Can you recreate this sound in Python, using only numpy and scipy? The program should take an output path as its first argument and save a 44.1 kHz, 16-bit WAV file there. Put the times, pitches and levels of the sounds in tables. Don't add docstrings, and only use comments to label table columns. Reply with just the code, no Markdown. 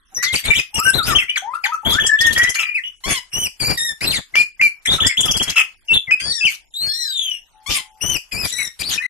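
import sys
import numpy as np
from scipy import signal
from scipy.fft import rfft, irfft, next_fast_len
from scipy.io import wavfile
from scipy.ndimage import uniform_filter1d, minimum_filter1d

SR = 44100
rng = np.random.default_rng(int(sys.argv[2]) if len(sys.argv) > 2 else 0)


def magnitude_from_level(level_db):
    exponent = np.asarray(level_db, float) / 20
    return 10 ** exponent


def transcribe(signal):
    frames = np.atleast_2d(signal).T
    limited = np.clip(frames, -1, 1)
    pcm = np.round(limited * 32767).astype(np.int16)
    wavfile.write(sys.argv[1], SR, pcm)


N = 400869

# frequency in Hz, level in dB per Hz.
FLOOR_COLOUR = [(20, -11), (50, -19), (110, -33), (480, -39), (800, -31), (13000, -34)]
BUFFET_COLOUR = [(25, -5), (120, -3), (250, -9), (1200, -19), (2500, -20)]
HISS_COLOUR = [(1000, -26), (4000, -7.5), (13500, -9)]
RASP_COLOUR = [(30, -19.5), (600, -15), (3000, 8.5), (13500, -1.5)]
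THIN_COLOUR = [(300, -42.5), (2200, 0.5), (4000, -5), (6500, -3.5), (13500, -12.5)]
CLICK_COLOUR = [(1000, -27), (3500, -12.5), (5000, -1), (7500, -4), (13500, -14.5)]

# time in seconds, left lag in samples, left minus right in dB.
BEAK = [
    (0, 5.5, 6.5),
    (5, 4, 3),
    (7.1, 3, 6),
    (7.7, -0.5, 11.5),
]
FAR_LAG, FAR_PAN_DB = -5, 9

# start in seconds, length in seconds, start pitch in Hz, end pitch in Hz, level in dB.
SIDE_NOTES = [(.115, 0.034, 764, 780, -51), (.352, 0.016, 4480, 4590, -15),
              (1.095, 0.028, 3950, 3503, -27.5), (1.1, 0.04, 1967, 1730, -27.5),
              (4.13, 0.054, 5020, 3220, -21), (5.255, 0.035, 1330, 1177, -32),
              (8.91, 0.037, 4300, 3600, -28.5), (8.925, 0.052, 6220, 5100, -34)]
HOOKS = [(.143, 0.055, 7890, 5300, -22.5)]
WHISTLES = [(.435, 0.085, 2143, 2390, -26.5), (.5, 0.076, 2330, 2283, -10.5),
            (1.28, 0.081, 2270, 2450, -23.5), (1.29, 0.03, 2854, 3005, -14), (2.36, 0.17, 1846, 1978, -9.5),
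            (2.555, 0.23, 2343, 2393, -19.5), (2.835, 0.083, 2884, 2914, -24.5),
            (4.98, 0.031, 1360, 1190, -19), (5.03, 0.078, 1743, 2004, -20), (5.09, 0.076, 2243, 1929, -19),
            (8.58, 0.072, 2273, 1994, -20), (8.975, 0.027, 2480, 2432, -15)]
QUAVERS = [
    (0.476, 0.035, 3410, 3786, -18.5),
    (1.847, .12, 3330, 3475, -18),
    (4.868, 0.1, 3372, 3894, -15.5),
]
CHIRPS = [(.74, 0.066, 2757, 2410, -28), (.83, .08, 2670, 2590, -26.5)]
FLICKS = [(.93, 0.069, 3116, 3310, -6)]
PEWS = [(1.354, 0.03, 2500, 1350, -17), (1.635, 0.037, 2598, 1396, -16.5)]
PEW_OVERTONES = [(1.368, 0.021, 3864, 2750, -19.5), (1.652, 0.026, 3870, 2890, -24.5)]
NASALS = [(2.585, 0.058, 1387, 1247, -33), (5.555, 0.069, 1321, 1280, -27),
          (5.565, 0.052, 1392, 1335, -34.5)]
CHURRS = [(3.036, 0.16, 998, 993.5, -36), (7.66, .148, 1054, 1023, -41)]
ARCHES = [(3.328, 0.15, 2966, 2437, -28.5), (8.007, 0.17, 2988, 2449, -30.5)]
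DIPS = [(3.597, .165, 2455, 2372, -28.5)]
COOS = [(3.772, .155, 1903, 1755, -23.5)]
UPBEATS = [(4.337, 0.018, 2125, 2457, -13), (4.593, 0.028, 2070, 2560, -10.5),
           (5.882, 0.055, 2900, 2900, -7), (6.07, 0.043, 2290, 2150, -18.5), (6.405, 0.054, 2670, 3000, -9)]
SPIKES = [(4.35, 0.013, 2110, 3490, -13.5), (4.609, 0.013, 2084, 3210, -13.5),
          (6.106, 0.011, 2080, 3460, -14.5)]
SHOUTS = [(4.36, 0.07, 2308, 2450, -8.5), (4.618, 0.06, 2400, 2290, -8), (6.111, 0.041, 2480, 2503, -8)]
CROAKS = [(5.41, 0.12, 1920, 2084, -38.5), (5.48, 0.075, 2915, 2586, -34.5)]

# start in seconds, length in seconds, start pitch in Hz, end pitch in Hz, level in dB.
FAR_SWELLS = [(.175, 0.099, 1870, 1990, -31), (.255, .08, 2018, 2085, -24.5), (.73, 0.086, 834, 948, -43),
              (.787, 0.046, 1152, 1350, -23.5), (.85, 0.06, 1510, 1536, -17),
              (.98, 0.047, 1484, 1193, -24.5), (1.075, 0.069, 1504, 1090, -24),
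              (1.42, .12, 724, 1070, -33.5), (1.636, 0.089, 752, 1003, -34.5),
              (1.92, 0.092, 1144, 1746, -27.5), (2.112, 0.056, 1685, 1740, -15),
              (1.533, 0.014, 1210, 1240, -22.5), (1.548, 0.018, 1330, 1320, -25),
            (1.718, .024, 1238, 1262, -22), (1.74, 0.016, 1284, 1274, -19.5),
            (2.058, 0.018, 1780, 1760, -27.5), (2.089, 0.022, 1770, 1690, -17.5),
            (2.205, .087, 1841, 1801, -13.5)]
FAR_FADES = [(1.555, 0.057, 1314, 1440, -36.5), (1.75, 0.05, 1294, 1355, -32.5),
             (1.83, 0.19, 844, 1060, -37), (1.982, 0.034, 1694, 1850, -12.5),
             (2.285, 0.059, 1793, 1810, -26.5)]
UNDERTONES = [(6.2, 0.25, 1513, 1546, -39), (6.86, .26, 1608, 1506, -40.5)]

# second partial in dB, third partial in dB, flutter (0 is
# steady, about 1 very rough; below 0 the wander flips and its slow part shrinks), buffeting in dB.
SIDE_NOTE = ([(0, 0.0072, -3), (.5, 0, -2), (1, 0, 2)], (-10, -35, 0.37, -78))
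HOOK = ([(0, -0.0073, 7), (.16, -0.22, -9), (.55, -.1, 2.5), (1, 0.04, -10.5)], (-13.5, -17, 0.22, -42))
WHISTLE = ([(0, 0.0034, -4.5), (.55, 0.018, -5.5), (1, 0.026, -24.5)], (-27, -36, 0.25, -75.5))
QUAVER = ([(0, -.2, -10), (.1, 0, 0), (.75, 0, 0), (1, -.04, -8)], (-22, -28, .09, -24))
CHIRP = ([(0, 0.005, -1.5), (.42, 0.12, -1), (1, 0.017, 5.5)], (-2.5, -2.5, 0.26, -29))
FLICK = ([(0, 0.012, -17), (.3, 0.34, -15), (.68, 0.21, -17), (1, 0.11, -3.5)], (-16.5, -15.5, 0.24, -26))
PEW = ([(0, -0.11, -11), (.2, 0.066, 2), (.65, -.07, -3.5), (1, 0.0026, -5.5)], (-11.5, -28, -0.3, -88.5))
NASAL = ([(0, 0.04, -7), (.3, 0, 0), (1, 0, -4.5)], (14.5, -3.5, 0.4, -63))
CHURR = (([(0, 0, 0), (.25, .16, -1.5), (.65, .13, -2.5), (1, -.04, -1)], (6, 7, .05, -40)))
ARCHED = ([(0, -0.15, -3.5), (.07, -0.02, 1), (.57, 0.14, 2), (.84, .15, 4), (1, -0.063, 2.5)],
           (0.5, -8.5, 0.16, -32))
DIP = ([(0, .0, -1), (.18, -.085, -4.5), (.32, -.03, -2.5), (.5, -.005, -1), (.7, -.025, -1.5),
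        (1, 0, -18)], (5.5, -5.5, 0.28, -25.5))
COO = (([(0, .02, -.5), (.17, -.03, -.3), (.55, .04, -1.5), (1, -.01, -8)], (-2, -5, .03, -44)))
UPBEAT = (([(0, 0, -14), (.4, -.09, -7), (.8, -.08, -4), (1, 0, -.5)], (-31, -42, .04, -48)))
SPIKE = ([(0, 0, -7), (.6, 0.036, 1.5), (1, 0, -18.5)], (-15.5, -38, 1.32, -60.5))
SHOUT = (([(0, 0, -1.5), (.45, .015, .3), (.82, .012, -2.5), (1, -.06, -12)], (-29, -35, .06, -44)))
CROAK = ([(0, 0, -4), (.5, 0, 0), (1, 0, -3)], (-25, -35, 1.2, -60))
FAR_SWELL = ([(0, 0.00037, -1), (.45, 0.021, 3), (1, 0.012, 1)], (-22, -40, 0.04, -69.5))
FAR_FADE = ([(0, 0.0042, 4), (.45, .003, -2), (1, 0, -29)], (-32, -40, 0.12, -99.5))
UNDER = ([(0, 0.01, -5), (.3, .13, -3.5), (.5, .24, -5), (.62, .24, 0.5), (1, 0, -7)], (4, 9.5, 0.11, -67))

# time in seconds, pitch in Hz, level in dB.
STAIRS = ([(.24, 4900, -24), (.253, 4400, -22), (.258, 4100, -36), (.266, 3850, -30), (.272, 3610, -33),
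           (.28, 3500, -26.5), (.298, 3170, -23)], (-13, -19, 0.24, -46.5))
PLUNGE = ([(.324, 3930, -21), (.334, 3780, -20), (.337, 3300, -22), (.343, 2610, -15), (.35, 2090, -26),
           (.366, 2600, -24)], (-22, -16, 0.32, -26.5))
RISER = ([(.438, 3380, -19), (.45, 4200, -43.5), (.465, 4080, -9)], (2.5, -23, 0.13, -43.5))
SOMERSAULT = ([(.543, 2428, -24), (.56, 3150, -20), (.578, 3700, -23), (.587, 2610, -19), (.605, 2467, -6)],
               (-11.5, -20, 0.39, -30.5))
CLIMB = ([(1.025, 3900, -23), (1.05, 5060, -27.5), (1.09, 5200, -36), (1.15, 5260, -29)],
          (-12, -22, 0.1, -24))
CREST = ([(1.146, 2650, -24), (1.156, 3100, -14.5), (1.166, 3230, -7), (1.175, 3130, -17),
          (1.183, 2800, -15)], (-17, -28, 0.18, -32.5))
SLIDE = ([(1.181, 2796, -16), (1.188, 2730, -10.5), (1.21, 2465, -23.5), (1.222, 2143, -22.5),
          (1.245, 1830, -32)], (-21, -28, 0.48, -39.5))
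HICCUP = ([(2.741, 2150, -25), (2.756, 2700, -16), (2.78, 2150, -20), (2.803, 1750, -26)],
           (-30, -33, .05, -85))
FIRST_RUN_UP = ([(4.006, 1730, -29.5), (4.02, 2464, -30), (4.045, 2530, -20), (4.065, 3120, -32)],
                 (-3.5, -17.5, 0.42, -26))
FIRST_VAULT = ([(4.058, 3860, -30), (4.08, 4100, -20), (4.112, 4210, -25), (4.118, 3400, -20),
                (4.137, 2264, -25.5), (4.195, 1653, -36)], (-8.5, -13.5, 0.37, -30))
YELP = ([(5.929, 3330, -21), (5.936, 3584, -15.5), (5.968, 3450, -13), (5.976, 3534, -10),
         (5.984, 3000, -20.5)], (-26, -23.5, 0.3, -38.5))
SQUEAL = ([(6.21, 4940, -30), (6.242, 4740, -29), (6.256, 4550, -25), (6.282, 4570, -22),
           (6.31, 4550, -18.5), (6.322, 4370, -18), (6.334, 3100, -23)], (-12.5, -27, 0, -36))
DIVE = ([(6.45, 2840, -4), (6.457, 3155, -12), (6.475, 2360, -12), (6.495, 2170, -22.5),
         (6.522, 2205, -39)], (-16, -25, 0.06, -54.5))
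LONG_GLIDE = ([(6.737, 3460, -31), (6.772, 3880, -26), (6.846, 4357, -22), (6.962, 4208, -26.5),
               (7.084, 4004, -27), (7.13, 3860, -23.5)], (-13.5, -19.5, 0.12, -103))
GLIDE_DOWN = ([(7.12, 3830, -27.5), (7.2, 3443, -22.5), (7.34, 2825, -30), (7.4, 2814, -44)],
               (-13, -23, 0.25, -97))
DEEP_DIP = ([(8.318, 2574, -32), (8.332, 2445, -30.5), (8.352, 2299, -31.5), (8.396, 2630, -32.5),
             (8.42, 2500, -31.5), (8.442, 2495, -33.5), (8.462, 2286, -22.5)], (0.5, -9, 0.17, -27.5))
THIN_COO = ([(8.518, 1978, -38), (8.55, 1922, -39), (8.605, 1990, -38), (8.65, 1916, -39.5),
             (8.685, 1837, -40)], (4.5, 2, 0.21, -44.5))
RUN_UP = ([(8.79, 1630, -44), (8.8, 2540, -36.5), (8.81, 2350, -31), (8.827, 2410, -29)],
           (2.5, -11, 0.39, -28.5))
VAULT = ([(8.826, 2297, -20), (8.838, 3890, -35), (8.865, 4510, -29), (8.898, 4590, -28),
          (8.912, 2677, -35), (8.94, 1994, -51), (8.972, 1710, -37)], (-16.5, -15, 0.37, -37.5))

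# one note (start and length in seconds, start and end pitch in Hz, level in dB),
# then its voice.
LAST_QUAVER = ((8.996, 0.3, 2048, 1799.5, -27), (-19, -27, 0.17, -52.5))

# start in seconds, length in seconds, top pitch in Hz,
# level in dB.
WARBLE = [
    (1.994, 0.037, 3435, -16),
    (4.999, 0.042, 3550, -13),
]
TRILL = [(2.033, 0.041, 3354, -17), (2.185, 0.033, 3470, -16.5), (2.236, 0.039, 3430, -18),
         (2.293, 0.043, 3390, -22.5), (2.347, 0.039, 3350, -21.5), (2.412, 0.03, 3300, -23),
         (2.469, 0.034, 3270, -23), (5.043, 0.033, 3480, -13), (5.168, 0.047, 3520, -14),
         (5.226, 0.038, 3445, -17), (5.277, 0.043, 3400, -16), (5.334, 0.044, 3395, -18.5),
         (5.394, 0.041, 3325, -17), (5.472, 0.035, 3340, -23)]
ARCH = [
    (0, .62),
    (.17, .94),
    (.45, 1),
    (.78, .975),
    (1, .72),
]
# second partial in dB, third partial in dB, flutter from 0 to 1.
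TRILL_VOICING = (-19, -30, .12)

# start in seconds, length in seconds, level in dB.
PUFFS = [(0.423, 0.066, -34), (3.05, 0.084, -22), (4.322, 0.11, -33), (4.594, 0.027, -37),
         (5.033, 0.017, -53.5), (5.903, 0.072, -33), (6.43, 0.033, -33.5), (6.799, 0.096, -34.5)]

# time in seconds, peak level in dB.
RASPS = [(0.343, -15), (1.0664, -12), (1.1724, -33), (3.09, -14), (3.111, -15.5), (4.365, -15.5),
         (4.625, -18.5), (5.585, -27.5), (6.4874, -19.5), (6.8259, -28.5), (7.704, -11.5), (7.7374, -15),
         (8.4477, -16), (8.9, -13)]
QUAVER_HISS = [
    (0.499, -16.5),
    (1.901, -14),
    (4.918, -15),
]
THIN_RASPS = [(0.229, -8.5), (1.545, -33.5), (1.735, -28), (5.72, -49.5), (5.878, -32.5), (6.2, -18.5),
              (8.005, -34.5), (8.316, -25.5), (0.45, -11), (0.585, -18), (1.368, -21.5), (1.645, -21.5),
              (2.5471, -11), (3.32, -36), (3.598, -22), (3.774, -21), (4.858, -13.5)]

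# time in seconds, level in dB.
HOOT = [
    (7.5, -100),
    (7.55, -49.5),
    (8.0, -50.5),
]
# frequency in Hz, level in dB.
HOOT_TONES = [
    (775, -11.5),
    (861, -4.5),
]


def at(rows, x, column):
    rows = np.array(rows)
    return np.interp(x, rows[:, 0], rows[:, column])


def rms_one(x):
    return x / np.sqrt(np.mean(x ** 2) + 1e-20)


def ports(left_db, right_db):
    return magnitude_from_level(np.array([[left_db], [right_db]]))


def wobble(hz, size):
    lowpass = signal.butter(3, hz, fs=SR, output="sos")
    return rms_one(signal.sosfilt(lowpass, rng.standard_normal(size + 4000))[4000:])


def coloured(spectrum, alike):
    size = next_fast_len(N)
    shared, left, right = rng.standard_normal((3, size))
    pair = np.sqrt(alike) * shared + np.sqrt(1 - alike) * np.array([left, right])
    hz = np.maximum(np.arange(size // 2 + 1) * SR / size, 1)
    points = np.array(spectrum)
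    gain_db = np.interp(np.log(hz), np.log(points[:, 0]), points[:, 1], left=-40, right=-60)
    return rms_one(irfft(rfft(pair) * magnitude_from_level(gain_db), size)[:, :N])


def background():
    return magnitude_from_level(-55.5) * coloured(FLOOR_COLOUR, alike=0.13)


def contour(note, shape):
    s, length, start_hz, end_hz, db = note
    rows = []
    for share, lift, shade_db in shape:
        glide_hz = start_hz + share * (end_hz - start_hz)
        rows.append((s + share * length, glide_hz * (1 + lift), db + shade_db))
    return rows


def quaver(note, shape):
    shakes_per_s, depth = 34, 0.048
    rows = contour(note, shape)
    s = np.linspace(note[0], note[0] + note[1], num=40)
    shake = 1 + depth * np.sin(2 * np.pi * shakes_per_s * (s - s[0]))
    return list(zip(s, at(rows, s, 1) * shake, at(rows, s, 2)))


def syrinx_note(out, rows, voice, lag, pan_db, tapes, count=12):
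    second_db, third_db, flutter, breath_db = voice
    first, last = int(rows[0][0] * SR), min(int(rows[-1][0] * SR), N)
    t = np.arange(first, last) / SR

    def piece(tape):
        start = rng.integers(N - len(t))
        return tape[start:start + len(t)]

    slow, fast, wide = tapes
    shortest_s = np.diff(np.array(rows)[:, 0]).min()
    bend = int(np.clip(shortest_s * SR * 0.77, 60, len(t) // 3 + 100))
    pitch = uniform_filter1d(at(rows, t, 1), bend, mode="nearest")
    pitch = pitch * (1 + (.002 + .015 * flutter) * piece(slow))
    phase = 2 * np.pi * np.cumsum(pitch) / SR
    edge = np.clip(np.minimum((t - t[0]) / .005, (t[-1] - t) / .006), 0, 1) ** 1.5
    level = np.sqrt(2) * magnitude_from_level(at(rows, t, 2)) * edge
    flow = magnitude_from_level(breath_db) * np.sin(np.pi * np.linspace(0, 1, len(t))) ** 0.3
    out[2:, first:last] += flow * np.array([[1], [flutter]])

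    for k in range(1, min(int(14000 / pitch.min()), count) + 1):
        if k < 4:
            partial_db = [0, second_db, third_db][k - 1]
        else:
            partial_db = min(third_db, second_db - 3) - 1.8 * (k - 3)
        if partial_db < -42:
            continue
        turn = rng.normal(0, 0.14 * k) * (k > 1) + np.clip(np.pi * k * pitch * lag / SR, -1, 1)
        lean_db = (pan_db - 0.59 * np.maximum(k * pitch - 5000, 0) / 1000) / 2
        shake = flutter * np.sqrt(k) * piece(fast)
        beat_depth_db = 1 + .9 * min(k - 1, 3) + 12 * min(flutter, .25)
        for port, side in enumerate((1, -1)):
            beat = magnitude_from_level(beat_depth_db * piece(slow) + 3.7 * flutter * piece(fast))
            beat = beat + 0.5 * flutter * piece(wide)
            tone = np.sin(k * phase + shake - side * turn) * (k * pitch < 15000)
            out[port, first:last] += level * beat * magnitude_from_level(partial_db + side * lean_db) * tone


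def near_bird(out, tapes):
    kinds = [(SIDE_NOTES, SIDE_NOTE), (HOOKS, HOOK), (WHISTLES, WHISTLE), (CHIRPS, CHIRP), (FLICKS, FLICK),
             (PEWS, PEW), (PEW_OVERTONES, SIDE_NOTE), (NASALS, NASAL), (CHURRS, CHURR), (ARCHES, ARCHED),
             (DIPS, DIP), (COOS, COO), (UPBEATS, UPBEAT), (SPIKES, SPIKE), (SHOUTS, SHOUT), (CROAKS, CROAK)]
    sung = [(contour(note, shape), voice) for notes, (shape, voice) in kinds for note in notes]
    sung += [(quaver(note, QUAVER[0]), QUAVER[1]) for note in QUAVERS]
    sung += [(quaver(LAST_QUAVER[0], QUAVER[0]), LAST_QUAVER[1])]
    sung += [STAIRS, PLUNGE, RISER, SOMERSAULT, CLIMB, CREST, SLIDE, HICCUP, FIRST_RUN_UP, FIRST_VAULT,
             YELP, SQUEAL, DIVE, LONG_GLIDE, GLIDE_DOWN, DEEP_DIP, THIN_COO, RUN_UP, VAULT]
    trill_breath_db = -27.5
    for s, length, hz, db in WARBLE + TRILL:
        arch = [(s + share * length, pitch * hz, db - 26 * (1 - pitch)) for share, pitch in ARCH]
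        sung.append((arch, (*TRILL_VOICING, trill_breath_db)))
    for rows, voice in sung:
        s = rows[0][0]
        syrinx_note(out, rows, voice, at(BEAK, s, 1), at(BEAK, s, 2), tapes)


def far_bird(out, tapes):
    kinds = [(FAR_SWELLS, FAR_SWELL, 2), (FAR_FADES, FAR_FADE, 2), (UNDERTONES, UNDER, 5)]
    for notes, (shape, voice), count in kinds:
        for note in notes:
            syrinx_note(out, contour(note, shape), voice, FAR_LAG, FAR_PAN_DB, tapes, count)


def breath_buffeting(flow):
    t = np.arange(N) / SR
    puffs = sum(magnitude_from_level(db) * np.sin(np.pi * np.clip((t - s) / length, 0, 1)) for s, length, db in PUFFS)
    tail_s = 0.0089
    keep = np.exp(-1 / (tail_s * SR))
    flow = signal.lfilter([1 - keep], [1, -keep], flow + puffs)
    lumps = magnitude_from_level(4.68 * np.array([wobble(15.5, N), wobble(47, N)]))
    return flow * ports(2, -8) * lumps * coloured(BUFFET_COLOUR, alike=0.0024)


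def breath_hiss(turbulence):
    return turbulence * ports(4, 2) * coloured(HISS_COLOUR, alike=0.85)


def rasps(events, colour, swell_s):
    kicks = np.zeros(N)
    for s, db in events:
        kicks[round((s - .5 * swell_s) * SR)] = magnitude_from_level(db - 12.0)
    age = np.arange(4000) / SR / swell_s
    swell = signal.fftconvolve(kicks, (age * np.exp(1 - age)) ** 2)[:N]
    grain = magnitude_from_level(2.5 * wobble(430, N))
    return swell * grain * coloured(colour, alike=0.025) * ports(1.5, -1.5)


def all_rasps():
    lead_s = 0.0084
    ends = [(s + length - lead_s, -8.5 + 0.28 * (db + 21)) for s, length, hz, db in TRILL]
    harsh = rasps(RASPS + QUAVER_HISS, RASP_COLOUR, swell_s=0.035)
    thin = rasps(THIN_RASPS, THIN_COLOUR, swell_s=0.014)
    return harsh + thin + rasps(ends, CLICK_COLOUR, swell_s=0.009)


def patchy(x, depth_db):
    cells = signal.stft(x, nperseg=256)[2]
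    field = rng.standard_normal(cells.shape[1:])
    for size, axis in ((4, 0), (4, 0), (9, 1), (9, 1)):
        field = uniform_filter1d(field, size=size, axis=axis)
    return signal.istft(cells * magnitude_from_level(depth_db * rms_one(field)), nperseg=256)[1][:, :N]


def room(x):
    t60_s = 0.21
    age = np.arange(int(.6 * SR)) / SR
    tail = rng.standard_normal((2, len(age))) * magnitude_from_level(-60 * age / t60_s) * (age > .003)
    tail = signal.lfilter([1], [1, -.3], tail)
    return signal.fftconvolve(x, tail / np.linalg.norm(tail[0]))[:, :N]


def hoot():
    t = np.arange(N) / SR
    tones = sum(magnitude_from_level(db + 0.92 * wobble(23, N)) * np.sin(2 * np.pi * hz * t) for hz, db in HOOT_TONES)
    sounding = (t > HOOT[0][0]) * (t < HOOT[-1][0])
    return np.sqrt(2) * magnitude_from_level(at(HOOT, t, 1)) * tones * sounding * ports(3, -3)


def scene():
    out = np.zeros((4, N))
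    tapes = [wobble(71, N), wobble(500, N), wobble(570, N)]
    near_bird(out, tapes)
    far_bird(out, tapes)
    voice, flow, turbulence = out[:2], out[2], out[3]
    bird = voice + patchy(breath_hiss(turbulence) + all_rasps(), depth_db=5.5)
    wet = magnitude_from_level(-9.5) * room(bird[:1]) * ports(0, -4)
    return background() + bird + wet + breath_buffeting(flow) + hoot()


def suppress(x):
    masked_db, under_loudest_db, silent_db, dropped_db = -18, -45, -78.5, -34
    masked_from_hz, band_bins, chance_db = 2960, 6, 4
    hz, _, cells = signal.stft(x, SR, nperseg=512)
    power = np.mean(abs(cells) ** 2, axis=0)
    power = uniform_filter1d(uniform_filter1d(power, size=3, axis=0), size=11, axis=1)
    level_db = 10 * np.log10(power + 1e-20)
    strongest_near_db = -minimum_filter1d(-level_db, size=41, axis=0)
    top_db = np.maximum(strongest_near_db + masked_db, level_db.max(axis=0) + under_loudest_db)
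    limit_db = np.maximum(top_db - 25 * (hz < masked_from_hz)[:, None], silent_db)
    bands = np.maximum.reduceat(level_db - limit_db, np.arange(0, len(hz), band_bins), axis=0)
    chance = rms_one(uniform_filter1d(rng.standard_normal(bands.shape), size=10, axis=1))
    bands = bands + chance_db * chance
    keep_db = dropped_db * np.clip(1 - bands[np.arange(len(hz)) // band_bins] / 3, 0, 1)
    return signal.istft(cells * magnitude_from_level(keep_db), nperseg=512)[1][:, :N]


def roll_off(x):
    return signal.sosfilt(signal.butter(12, 14330, fs=SR, output="sos"), x)


def record(dry):
    rounded = .95 * np.tanh(dry / .95)
    lowpass = signal.cheby2(12, 60, 13250 * 1.06, fs=SR, output="sos")
    cut = signal.sosfilt(lowpass, suppress(rounded))
    fade = np.clip((9.066 - np.arange(N) / SR) / 0.0023, .01, 1)
    return roll_off(cut * fade)


dry = scene()
out = record(dry)
transcribe(out)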